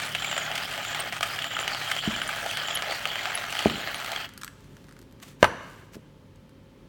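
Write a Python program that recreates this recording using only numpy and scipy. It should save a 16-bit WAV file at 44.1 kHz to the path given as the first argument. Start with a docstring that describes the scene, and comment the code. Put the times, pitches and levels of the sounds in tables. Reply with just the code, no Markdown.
"""A steel hand grinder on a wooden kitchen counter, an arm's length from the microphone.
For four seconds it is cranked: beans crumble and snap between the burrs, the shaft rubs and squeaks
about once a turn, and the base thumps down twice. The crank is let go with a few clicks. Then the tight
catch cup comes off with a loud pop and is set down. The kitchen echoes throughout, over a low hum."""
import sys
import numpy as np
from scipy import signal
from scipy.fft import rfft, irfft
from scipy.io import wavfile
from scipy.ndimage import uniform_filter1d

SR = 44100
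rng = np.random.default_rng(int(sys.argv[2]) if len(sys.argv) > 2 else 0)


def transcribe(u):
    """Save the signal u as a 16-bit wav file named by the first command-line argument.

    u: samples, shape (n,) or (channels, n), limited to [-1, 1]; the rate is SR.
    q: integer samples, one column per channel.
    """
    v = np.clip(np.atleast_2d(u).T, -1, 1)
    q = np.round(v * 32767).astype(np.int16)
    wavfile.write(sys.argv[1], SR, q)


N = 303408
T = np.arange(N) / SR
TOP_HZ = 17900
TUBE_HZ, TUBE_WIDTH_HZ = 3126, 440  # the ring of the grinder's wall
# beans that snap: (time [s], onset level [dB], treble [dB], t60 [s], favoured pitch [Hz], its gain [dB])
SNAPS = [(0.1496, -23, 1, 0.039, 3000, 10), (0.222, -30, 6, 0.036, 3300, 12),
         (0.2455, -26.5, 6, 0.021, 2300, 7), (0.314, -28, 1, 0.01, 3000, 6),
         (0.328, -30, -8, 0.011, 700, -8), (0.3653, -27.5, -10, 0.015, 700, -3),
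         (0.378, -26.0, 4, 0.034, 1300, 6), (0.5153, -30, -1, 0.023, 3000, 3),
         (0.554, -29, 20, 0.045, 1100, -10), (0.578, -29, 9, 0.042, 2300, 0),
         (0.635, -32, 4, 0.013, 2000, -6), (0.7138, -36.5, 12, 0.0072, 2650, 6),
         (0.778, -36.5, 22, 0.0093, 700, 0), (0.85, -31.0, 10, 0.012, 1300, 11),
         (0.947, -27.5, 3, 0.017, 2300, 10), (1.1245, -31, 10, 0.034, 2300, -6),
         (1.166, -33.5, 11, 0.031, 1100, 10), (1.2087, -27, 5, 0.018, 1100, 4),
         (1.2291, -20.5, 6.5, 0.054, 1300, 7), (1.389, -29, -6, 0.025, 3000, -12),
         (1.422, -31, -2, 0.019, 3300, -9), (1.443, -28.5, 3, 0.02, 3000, -2),
         (1.567, -26.5, -5, 0.02, 1300, 11), (1.5906, -27.0, -7, 0.008, 3800, 9),
         (1.6786, -23.5, 4, 0.018, 3000, 6), (1.748, -29, -14.5, 0.012, 4500, -3),
         (1.915, -21.5, 5.5, 0.025, 2000, 2), (1.965, -29, 6, 0.013, 3000, 6),
         (2.163, -32, 3, 0.01, 1300, 11), (2.218, -27.5, 9.5, 0.011, 1500, 17),
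         (2.277, -36.5, 22, 0.012, 850, 3), (2.291, -27.5, 9.5, 0.025, 1300, 12),
         (2.4623, -29.0, 10, 0.017, 700, 13), (2.512, -30, 7.5, 0.01, 2650, 4),
         (2.5717, -28.5, 17, 0.018, 2000, 9), (2.6846, -29, 0, 0.014, 3000, -2),
         (2.7542, -36.5, 22, 0.01, 1100, -3), (2.773, -29, -6, 0.012, 1750, 2),
         (2.8226, -27.5, 0, 0.02, 1100, 4), (2.912, -31.5, -2, 0.017, 4500, -3),
         (3.055, -23, 1, 0.014, 3000, -5), (3.073, -35, 14, 0.013, 700, -6),
         (3.157, -28.0, -1, 0.016, 3300, 3), (3.256, -28.0, -3, 0.01, 2650, -11),
         (3.3747, -29, -2, 0.027, 3800, 5), (3.526, -33, 30, 0.018, 1100, 9),
         (3.552, -31.5, 6, 0.012, 3300, 0), (3.569, -33, 2, 0.012, 1750, -8),
         (3.5907, -25.5, 8, 0.029, 3000, -3), (3.6986, -28.0, -11, 0.019, 3800, -8),
         (3.8745, -30, -2, 0.009, 1500, 18), (3.945, -31.0, 5, 0.011, 1750, -4),
         (4.046, -34.0, 11, 0.01, 1300, 3), (4.061, -36, 7, 0.014, 3800, -3),
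         (4.118, -31.5, 20, 0.012, 700, 8), (4.161, -27.5, -1, 0.016, 3300, 8),
         (4.2555, -44, 15, 0.0061, 2000, -5)]
# turns of the crank: (time [s], crumb level [dB], grit level [dB])
TURNS = [(-.2, -31, -35.5), (.34, -35, -49), (.91, -36, -45), (1.53, -35.5, -48.5), (2.1, -34, -43.5),
         (2.68, -35.5, -47), (3.22, -35, -51), (3.76, -38.5, -47), (4.28, -33.5, -54)]


def grinding(stop_s=4.27, stop_fade_s=0.02):
    """The burrs crush and rub until the crank stops, while whole beans snap."""
    cranking = np.clip((stop_s - T) / stop_fade_s, 0, 1)
    return (crushing() + rubbing()) * cranking + snapping()


def crushing(hold_s=0.013, hold_drop_db=2.5, powder_db=-54):
    """Crumbs, grit and powder follow the load on the burrs; the tube rings and mashed beans crunch."""
    # hard beans change the load: (time [s], half length [s], level change [dB])
    drags = [(0.405, 0.035, 2), (0.535, 0.076, 1.5), (0.637, 0.037, 5), (0.983, 0.049, 2.5),
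             (1.663, 0.072, 1), (2.205, 0.039, -1), (2.403, .05, -0.5), (2.7, 0.018, 2), (2.91, 0.051, 3.5),
             (3.265, .08, 1.5), (3.58, 0.17, 7), (3.734, 0.037, -2), (4.223, 0.036, -2)]
    # the burrs run empty for a moment: (time [s], half length [s], drop [dB])
    gaps = [(0.123, 0.061, 7.5), (0.458, 0.015, 1.5), (0.662, 0.023, 8), (1.109, 0.0099, 14),
            (1.206, 0.016, 18), (1.491, 0.012, 12), (2.01, 0.012, 15.5), (3.008, 0.03, 1.5),
            (3.468, 0.043, 6.5)]
    # hiss of fine grounds: (frequency [Hz], gain [dB])
    powder_colour = [(3000, -39), (8000, -19), (10500, -12), (12100, 5.5), (13500, -1.5), (15000, 4),
                     (16100, 9.5), (17500, -7.5)]
    # ring of the tube wall: (time [s], level [dB])
    tube_level = [(0, -47), (.22, -40), (.45, -39), (.68, -42), (.95, -38), (1.17, -48), (1.42, -37),
                  (1.8, -43.5), (1.96, -36), (2.2, -37.5), (2.4, -48.5), (2.55, -35), (3, -45),
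                  (3.11, -36.5), (3.46, -46.5), (3.6, -36.5), (4.06, -49), (4.22, -40)]
    # hollow crunches of mashed beans: (time [s], half length [s], level [dB])
    mashes = [(0.38, 0.016, -43), (0.523, 0.037, -38.5), (0.782, 0.024, -39.5), (1.064, 0.011, -37),
              (2.454, 0.021, -36.5), (2.885, 0.021, -35.5), (3.067, 0.01, -34.5), (4.125, .028, -39)]
    load_db = sum(db * swell(s, half) for s, half, db in drags)
    load_db -= sum(db * swell(s, half) for s, half, db in gaps)
    # a bean resists just before it snaps, and the crumbling slackens
    load_db -= hold_drop_db * sum(swell(s - hold_s / 2, hold_s) for s, *_ in SNAPS)
    crumb_db, grit_db = curves(TURNS)
    crumb_db += 0.97 * once_a_turn(at_turn=0.15) + load_db  # the arm pushes hardest early in the turn
    grit_db += 5.5 * once_a_turn(at_turn=0.6) + 0.52 * load_db  # grit hisses most on the far side
    crumbs = treble(body(crumble(rate=1500, spread_db=2.5, t60=0.025)), -19)
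    grit = treble(body(crumble(rate=1900, spread_db=4.5, t60=0.011)), 15.7, corner_hz=8900)
    powder = colour(crumble(rate=2000, spread_db=5.5, t60=.01), powder_colour)
    fragments = unit(crumbs) * undb(crumb_db) + unit(grit) * undb(grit_db)
    hiss = unit(powder) * undb(powder_db + .3 * load_db)
    ringing = friction(TUBE_HZ, TUBE_WIDTH_HZ, drift_hz=30) * undb(curves(tube_level)[0])
    mashing = friction(hz=733, width_hz=253, drift_hz=50) * swells(mashes)
    return shifting(fragments, spread_db=2, rate=70) + ringing + mashing + hiss


def snapping():
    """Each whole bean fractures, rings the tube and favours a pitch of its own."""
    out = np.zeros(N)
    for s, db, treble_db, t60, hz, ring_db in SNAPS:
        fracture = body(burst(t60, tail_db=-21, tail_t60=.04, edge=4))
        fracture += resonate(fracture, TUBE_HZ, TUBE_WIDTH_HZ)
        fracture += undb(ring_db) * resonate(fracture, hz, width_hz=300)
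        fracture = treble(fracture, treble_db)
        onset_rms = fracture[:int(.008 * SR)].std()
        add(out, s, fracture * undb(db) / onset_rms)
    return out


def body(x):
    """Whatever breaks between the burrs sounds through the steel tube."""
    # broad colour of the filled grinder in the hand: (frequency [Hz], gain [dB])
    outline = [(100, -28.5), (300, -11), (480, -8), (650, -1.5), (1000, -7), (1600, 2.5), (2500, 0.5),
               (3300, -3.5), (3700, -6), (4500, -7), (5200, -10.5), (8000, -14), (13500, -26), (16500, -26)]
    # its resonances: (frequency [Hz], width [Hz], gain [dB])
    resonances = [(777, 237, 1.5), (1254, 180, -1.5), (6020, 71, -6.5), (8760, 470, -24), (11980, 330, -17)]
    x = colour(x, outline)
    return x + sum(undb(db) * resonate(x, hz, width) for hz, width, db in resonances)


def rubbing(low_ratio=0.497, low_db=-1.5):
    """The burr sings against its ring once a turn, on two resonances; wedged beans scrape the steel."""
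    # burr on ring: (time [s], half length [s], pitch [Hz], level [dB])
    rubs = [(.26, 0.076, 7300, -42.5), (.38, 0.057, 7280, -42.5), (.44, .022, 6740, -46),
            (.885, 0.08, 7270, -45), (1.56, 0.16, 7120, -47.5), (2.115, 0.18, 7160, -48.5),
            (2.7, 0.078, 7130, -46), (3.22, 0.11, 7140, -49.5), (3.77, 0.11, 7000, -53)]
    # wedged beans: (time [s], half length [s], pitch [Hz], level [dB])
    scrapes = [(.26, .03, 4330, -52), (.645, 0.032, 4860, -41.5), (.83, .04, 4300, -53),
               (1.34, 0.1, 4800, -47.5), (1.745, 0.064, 4400, -40), (1.84, 0.025, 4200, -45),
               (2.03, .03, 4230, -43), (2.58, 0.1, 4600, -44.5), (2.93, .055, 4400, -40),
               (3.08, 0.027, 4600, -43), (3.24, .06, 4070, -47), (3.6, 0.08, 4600, -45),
               (3.71, 0.036, 4050, -47), (3.87, 0.2, 4200, -46), (4.2, 0.076, 4400, -47.5)]
    rub_hz, rub_gain = strokes(rubs)
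    scrape_hz, scrape_gain = strokes(scrapes)
    singing = friction(rub_hz, width_hz=530)
    singing += undb(low_db) * friction(low_ratio * rub_hz, width_hz=670)
    return rub_gain * singing + scrape_gain * friction(scrape_hz, width_hz=670)


def squeaks(waver=0.033, crest=0.77, edge_db=-17):
    """The shaft catches: a whistle that sinks in pitch, swells to a sharp crest and lets go."""
    # catches of the shaft: (time [s], length [s], start pitch [Hz], end pitch [Hz], level [dB])
    catches = [(0.376, 0.007, 8500, 7800, -35), (0.99, 0.024, 9260, 8140, -31.5),
               (0.997, .008, 15400, 14900, -34), (1.597, 0.0057, 7560, 7060, -28.5),
               (1.607, .013, 10100, 9100, -37.5), (2.22, 0.021, 10800, 10500, -43),
               (2.27, .016, 9300, 8900, -38), (2.746, 0.016, 11850, 10550, -24.5),
               (3.348, 0.011, 10550, 10480, -23), (3.937, 0.032, 9700, 9400, -42.5)]
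    out, unsteady, grip = np.zeros(N), walk(1400), undb(2 * walk(700))
    for s, length, start_hz, end_hz, db in catches:
        u = np.linspace(0, 1, int(length * SR))
        span = slice(int(s * SR), int(s * SR) + len(u))
        hz = np.interp(u, [0, 1], [start_hz, end_hz]) * (1 + waver * unsteady[span])
        envelope = undb(np.interp(u, [0, crest, 1], [edge_db, 0, edge_db])) * np.sqrt(u * (1 - u)) * 2
        add(out, s, undb(db) * grip[span] * envelope * np.sin(phase(hz)))
    return out


def thumps():
    """The grinder or its cup pushes on the counter; a longer contact gives a duller knock."""
    # blows on the counter: (time [s], peak [dB], contact time [s])
    blows = [(2.0747, -16.5, 0.0038), (3.658, -2.5, 0.0011), (3.668, -25, 0.0059), (5.955, -35, 0.0022),
             (5.967, -31, 0.0022)]
    # counter modes: (frequency [Hz], level [dB], t60 [s])
    counter = [(76, -31, 0.16), (109, -30, 0.15), (153.5, -21, 0.19), (221, 1, 0.092), (305, 2, 0.033),
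               (403, 6, 0.026), (618, 7, 0.021), (730, -20, 0.023)]
    out = np.zeros(N)
    for s, db, contact_s in blows:
        force = np.hanning(int(contact_s * SR) + 3)
        add(out, s, peak(np.convolve(ring(counter), force), db))
    return out


def pop(rise_s=0.00098):
    """Air rushes into the freed cup and rings it; the rim knocks just after."""
    # the cup lets go, then chatters: (time [s], ring peak [dB], crack peak [dB], ring tilt [dB/octave])
    pops = [(5.4278, 1, -5, 1), (5.4431, -13.5, -6, 7.5), (5.448, -20.5, -19, -2.5)]
    # cup modes: (frequency [Hz], level [dB], t60 [s])
    cup_modes = [(212, -21.5, 0.1), (359, -10.5, 0.032), (530, 0, .019), (613, 1.5, 0.023),
                 (991, -5.5, 0.032), (1230, -4.5, 0.028), (1566, -2.5, 0.016), (1980, -6, 0.0089),
                 (2780, -9, 0.0121), (3540, -24, .014), (4232, -16.5, .012), (5950, -14, 0.011),
                 (5950, -58, .72), (6640, -21.5, 0.011), (10300, -45, .07)]
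    # colour of the crack: (frequency [Hz], gain [dB])
    crack_colour = [(40, -19.5), (75, 2), (130, -1), (400, -1.5), (1150, 8.5), (1550, 2.5), (2500, -3),
                    (4500, -14.5), (6500, -27.5), (9000, -22), (17000, -36)]
    out = np.zeros(N)
    for s, ring_db, crack_db, tilt in pops:
        cup = ring([(hz, db + tilt * np.log2(min(hz, 2000) / 1000), t60) for hz, db, t60 in cup_modes])
        attack = 1 - np.exp(-T[:len(cup)] / rise_s)
        crack = colour(burst(t60=0.023, tail_db=-8.5, tail_t60=0.091), crack_colour)
        add(out, s, peak(cup * attack, ring_db))
        add(out, s, peak(crack, crack_db))
    return out


def handling(steel_db=-6):
    """Hands slide on the steel and the cup over the counter; small clicks ring the steel."""
    # the slides, and a brief soft hiss just before the pop: (time [s], half length [s], level [dB])
    hisses = [(4.698, 0.31, -65), (5.231, 0.0085, -45), (5.282, 0.051, -52.5), (5.424, 0.023, -50.5),
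              (5.7, 0.16, -58), (5.947, 0.015, -48.5)]
    # their colour: (frequency [Hz], gain [dB])
    hiss_colour = [(500, -3.5), (1600, 3), (3000, -0.5), (5000, -4), (7300, -4.5), (10500, -11),
                   (12200, -10), (14000, -11.5), (17000, -18.5)]
    # crank play and fingers on the steel: (time [s], peak [dB], treble [dB])
    clicks = [(4.291, -34, 2), (4.337, -37, 12), (4.377, -26, 20), (4.414, -30, 4), (4.4176, -27.5, -8),
              (4.434, -21.5, -2), (4.446, -22.5, 12), (4.467, -37.5, -11), (4.4786, -26, -15),
              (4.607, -44.5, 16), (4.643, -44, 0), (4.7682, -37, -11), (4.8425, -44, -9), (4.868, -50, 6.5),
              (4.885, -45.5, -5), (4.892, -41.5, -0.5), (4.911, -41.5, -20), (4.925, -38.5, 1.5),
              (4.966, -42, -14), (4.9906, -38.5, 7), (5.016, -41, 10), (5.026, -43, -4),
              (5.1118, -48, -0.5), (5.125, -45.5, 7.5), (5.201, -39.5, -13.5), (5.229, -40, -3.5),
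              (5.236, -40.5, -3), (5.7, -46, 4), (6.3585, -49, 8), (6.4938, -48, 1.5)]
    # colour of a contact: (frequency [Hz], gain [dB])
    click_colour = [(200, -55), (800, -9), (1400, 7.5), (2500, -5), (5000, -5.5), (8500, -8.5),
                    (10000, -12.5), (12000, -12.5), (17000, -32)]
    # thin steel of the crank and lid: (frequency [Hz], level [dB], t60 [s])
    steel_modes = [(1400, -10, 0.024), (1680, -1.5, 0.038), (4450, -10, .025), (3240, -14, 0.0294),
                   (5900, -14, .02), (7000, -17, .02), (8700, -4, .018), (12100, -5.5, .03),
                   (14140, -19, .012)]
    hiss = colour(crumble(rate=3500, spread_db=1.5, t60=.005), hiss_colour)
    out = unit(hiss) * swells(hisses)
    for s, db, treble_db in clicks:
        contact = colour(burst(t60=.011, tail_db=-21, tail_t60=.04), click_colour)
        # every touch lands elsewhere and favours other modes
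        steel = ring([(hz, level + 3 * rng.standard_normal(), t60) for hz, level, t60 in steel_modes])
        tick = peak(contact, 0) + peak(steel[:len(contact)], steel_db)
        add(out, s, peak(treble(tick, treble_db), db))
    return out


def kitchen(x, early_db=-15, early_t60=0.11, bands=14, wander_hz=70):
    """Near surfaces answer at once, the walls with a diffuse tail that is shorter in the high treble."""
    # echo of the walls: (frequency [Hz], level [dB], t60 [s])
    walls = [(70, -4.5, .42), (160, -11, 1), (320, -14, .68), (699, -19, .8), (1175, -12.5, 0.97),
             (1520, -15, 1), (1910, -13.5, 1), (3000, -16.5, 1), (6000, -14.5, 0.9), (11960, -11.5, 0.23)]
    hz, db, t60 = np.transpose(walls)
    t, f = T[:SR], np.fft.rfftfreq(SR, 1 / SR)
    early = undb(early_db) * unit(rng.standard_normal(SR) * fade(early_t60, size=SR) * (t > .004))
    noise, late = rfft(rng.standard_normal(SR)), 0
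    edges = np.geomspace(50, TOP_HZ, bands + 1)
    build_up = np.minimum(t / 0.0059, 1)
    for lo, hi in zip(edges, edges[1:]):
        log_centre = np.log(lo * hi) / 2
        envelope = unit(fade(np.interp(log_centre, np.log(hz), t60), size=SR) * build_up)
        band = irfft(noise * (f >= lo) * (f < hi))
        late = late + undb(np.interp(log_centre, np.log(hz), db)) * envelope * band
    near, tail = (signal.fftconvolve(x, echo / np.sqrt(SR))[:N] for echo in (early, late))
    # the tail's phase wanders, so short rings die away as a wash without pitch
    wander = np.exp(1j * phase(wander_hz * walk(250)))
    return x + near + np.real(signal.hilbert(tail) * wander)


def room_tone(air_db=-52.5, motor_db=-49.5, motor_fall_db_per_s=2.5):
    """Ventilation rumble and hum, with a distant motor that fades."""
    # ventilation: (frequency [Hz], gain [dB])
    air_colour = [(25, -22.5), (45, 2.5), (65, -9.5), (100, -3.5), (150, -7), (260, -7), (320, -11),
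                  (420, -10), (480, -23), (590, -16.5), (700, -26), (900, -22), (1500, -27.5),
                  (3300, -30.5), (8000, -43), (17000, -48)]
    # the motor's drone: (frequency [Hz], relative level [dB])
    motor_lines = [(112.5, -3), (150, -3), (187.5, -6)]
    # the kitchen's hum: (frequency [Hz], level [dB])
    hum_lines = [(101, -65.5), (145.3, -62), (178, -70.5), (222, -68.5), (264, -64), (500, -70.5),
                 (543, -68.5), (877, -74), (3101, -81.5)]
    air = unit(colour(rng.standard_normal(N), air_colour, size=8192)) * undb(air_db + .5 * walk(2.8))
    motor = tones(motor_lines, waver_db=1) * undb(motor_db - motor_fall_db_per_s * T)
    return air + motor + tones(hum_lines, waver_db=2)


def crumble(rate, spread_db, t60, classes=4):
    """Fragments break at random, rate a second; each size class sheds its own shower of splinters."""
    power = 0
    for k in range(classes):
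        sizes = undb(spread_db * np.minimum(rng.exponential(size=N), 3.6))
        breaks = sizes * (rng.random(N) < rate / classes / SR)
        shower = fade(t60 * (k + 1) / classes)
        power = power + signal.fftconvolve(breaks ** 2, shower ** 2)[:N]
    return np.sqrt(np.maximum(power, 0)) * rng.standard_normal(N)


def friction(hz, width_hz, drift_hz=90, grip_db=3.0):
    """Dense slips ring one resonance, whose centre moves with the contact; the grip comes and goes."""
    slips = crumble(rate=2600, spread_db=2.5, t60=.007)
    centre = np.exp(1j * phase(hz + drift_hz * walk(25)))
    ringing = signal.sosfilt(signal.butter(2, width_hz / 2, fs=SR, output="sos"), slips / centre)
    grip = undb(grip_db * walk(170))
    return unit(np.real(ringing * centre) * grip)


def shifting(x, spread_db, rate, bands=32):
    """Each fragment breaks at another place, so the colour keeps changing."""
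    spectrum, f = rfft(x), np.fft.rfftfreq(N, 1 / SR)
    band_index = np.interp(f, np.geomspace(600, 16000, bands), np.arange(bands))
    windows = (np.maximum(1 - np.abs(band_index - k), 0) for k in range(bands))
    return sum(irfft(spectrum * window, N) * undb(spread_db * walk(rate)) for window in windows)


def burst(t60, tail_db, tail_t60, edge=3):
    """A sharp fracture, a short shower of splinters and a weaker rattling tail."""
    envelope = fade(t60) + undb(tail_db) * fade(tail_t60)
    crack = envelope * rng.standard_normal(len(envelope))
    crack[0] += edge
    return crack


def ring(modes, size=N // 8):
    """Struck modes (frequency [Hz], level [dB], t60 [s]) start at full speed: no net push of air."""
    return sum(undb(db) * fade(t60, size) * np.cos(2 * np.pi * hz * T[:size]) for hz, db, t60 in modes)


def tones(lines, waver_db, waver_hz=1):
    """Hum lines (frequency [Hz], rms level [dB]) that waver in level and pitch."""
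    return sum(np.sqrt(2) * undb(db + waver_db * walk(3.6)) * np.sin(phase(hz + waver_hz * walk(14)))
               for hz, db in lines)


def once_a_turn(at_turn):
    """Swings between -1 and 1, highest at the given part of each turn of the crank."""
    turns_done = np.interp(T, [row[0] for row in TURNS], np.arange(len(TURNS)))
    return np.cos(2 * np.pi * (turns_done - at_turn))


def strokes(table):
    """Pitch and strength of a run of rubbing strokes; the pitch glides from each to the next."""
    times, halves, hz, db = np.transpose(table)
    return np.interp(T, times, hz), swells(zip(times, halves, db))


def swell(s, half_length):
    """A smooth rise and fall round time s, height 1."""
    out = np.zeros(N)
    near = slice(*np.searchsorted(T, [s - 3 * half_length, s + 3 * half_length]))
    out[near] = np.exp(-((T[near] - s) / half_length) ** 2)
    return out


def swells(table):
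    """The gain of a run of swells (time [s], half length [s], level [dB])."""
    return sum(undb(db) * swell(s, half) for s, half, db in table)


def walk(rate):
    """Smooth random wandering with a spread near 1."""
    k = max(int(SR / rate), 2)
    steps = np.repeat(rng.standard_normal(N // k + 1), k)
    return unit(uniform_filter1d(steps, k)[:N])


def colour(x, points, size=2048):
    """Minimum-phase filter with the outline (frequency [Hz], gain [dB])."""
    hz, db = np.transpose(sorted(points))
    f = np.maximum(np.fft.rfftfreq(size, 1 / SR), 1)
    gain = undb(np.interp(np.log(f), np.log(hz), db))
    cepstrum = irfft(np.log(gain))
    cepstrum[1:size // 2] *= 2
    cepstrum[size // 2 + 1:] = 0
    return signal.fftconvolve(x, irfft(np.exp(rfft(cepstrum))))[:len(x)]


def resonate(x, hz, width_hz):
    """One resonance, gain 1 at its centre."""
    return signal.lfilter(*signal.iirpeak(hz, hz / width_hz, fs=SR), x)


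def treble(x, db, corner_hz=5400):
    """Raise or lower the top of a sound."""
    top = signal.sosfilt(signal.butter(1, corner_hz, "high", fs=SR, output="sos"), x)
    return x + (undb(db) - 1) * top


def fade(t60, size=8192):
    """A decay that falls 60 dB in t60 seconds."""
    return np.exp(-np.log(1000) * T[:size] / t60)


def phase(hz):
    """Running phase of a moving pitch, in radians."""
    return 2 * np.pi * np.cumsum(hz) / SR


def curves(table):
    """The columns of a timed table, sample by sample."""
    s, *columns = np.transpose(table)
    return [np.interp(T, s, c) for c in columns]


def add(out, s, x):
    """Mix x into out at time s."""
    i = max(int(s * SR), 0)
    out[i:i + len(x)] += x[:len(out) - i]


def undb(db):
    """Decibels to gain."""
    return 10 ** (np.asarray(db) / 20)


def unit(x):
    """Scale to rms 1."""
    return x / np.sqrt(np.mean(x ** 2))


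def peak(x, db):
    """Scale to a peak level."""
    return x * undb(db) / np.abs(x).max()


def scene(shaft_room_db=-4):
    """Everything happens on the counter, an arm's length from one microphone."""
    shaft = squeaks()  # its thin whistle beams at the microphone more than at the walls
    close = grinding() + thumps() + handling() + pop() + undb(shaft_room_db) * shaft
    return (kitchen(close) + shaft + room_tone())[None]


def record(dry):
    """The recorder drops the deepest bass, clips at full scale and cuts the top."""
    thin = signal.sosfilt(signal.butter(6, 40, "high", fs=SR, output="sos"), dry)
    clipped = np.clip(thin, -1, 1)
    return signal.sosfilt(signal.ellip(12, .1, 70, TOP_HZ, fs=SR, output="sos"), clipped)


dry = scene()
out = record(dry)
transcribe(out)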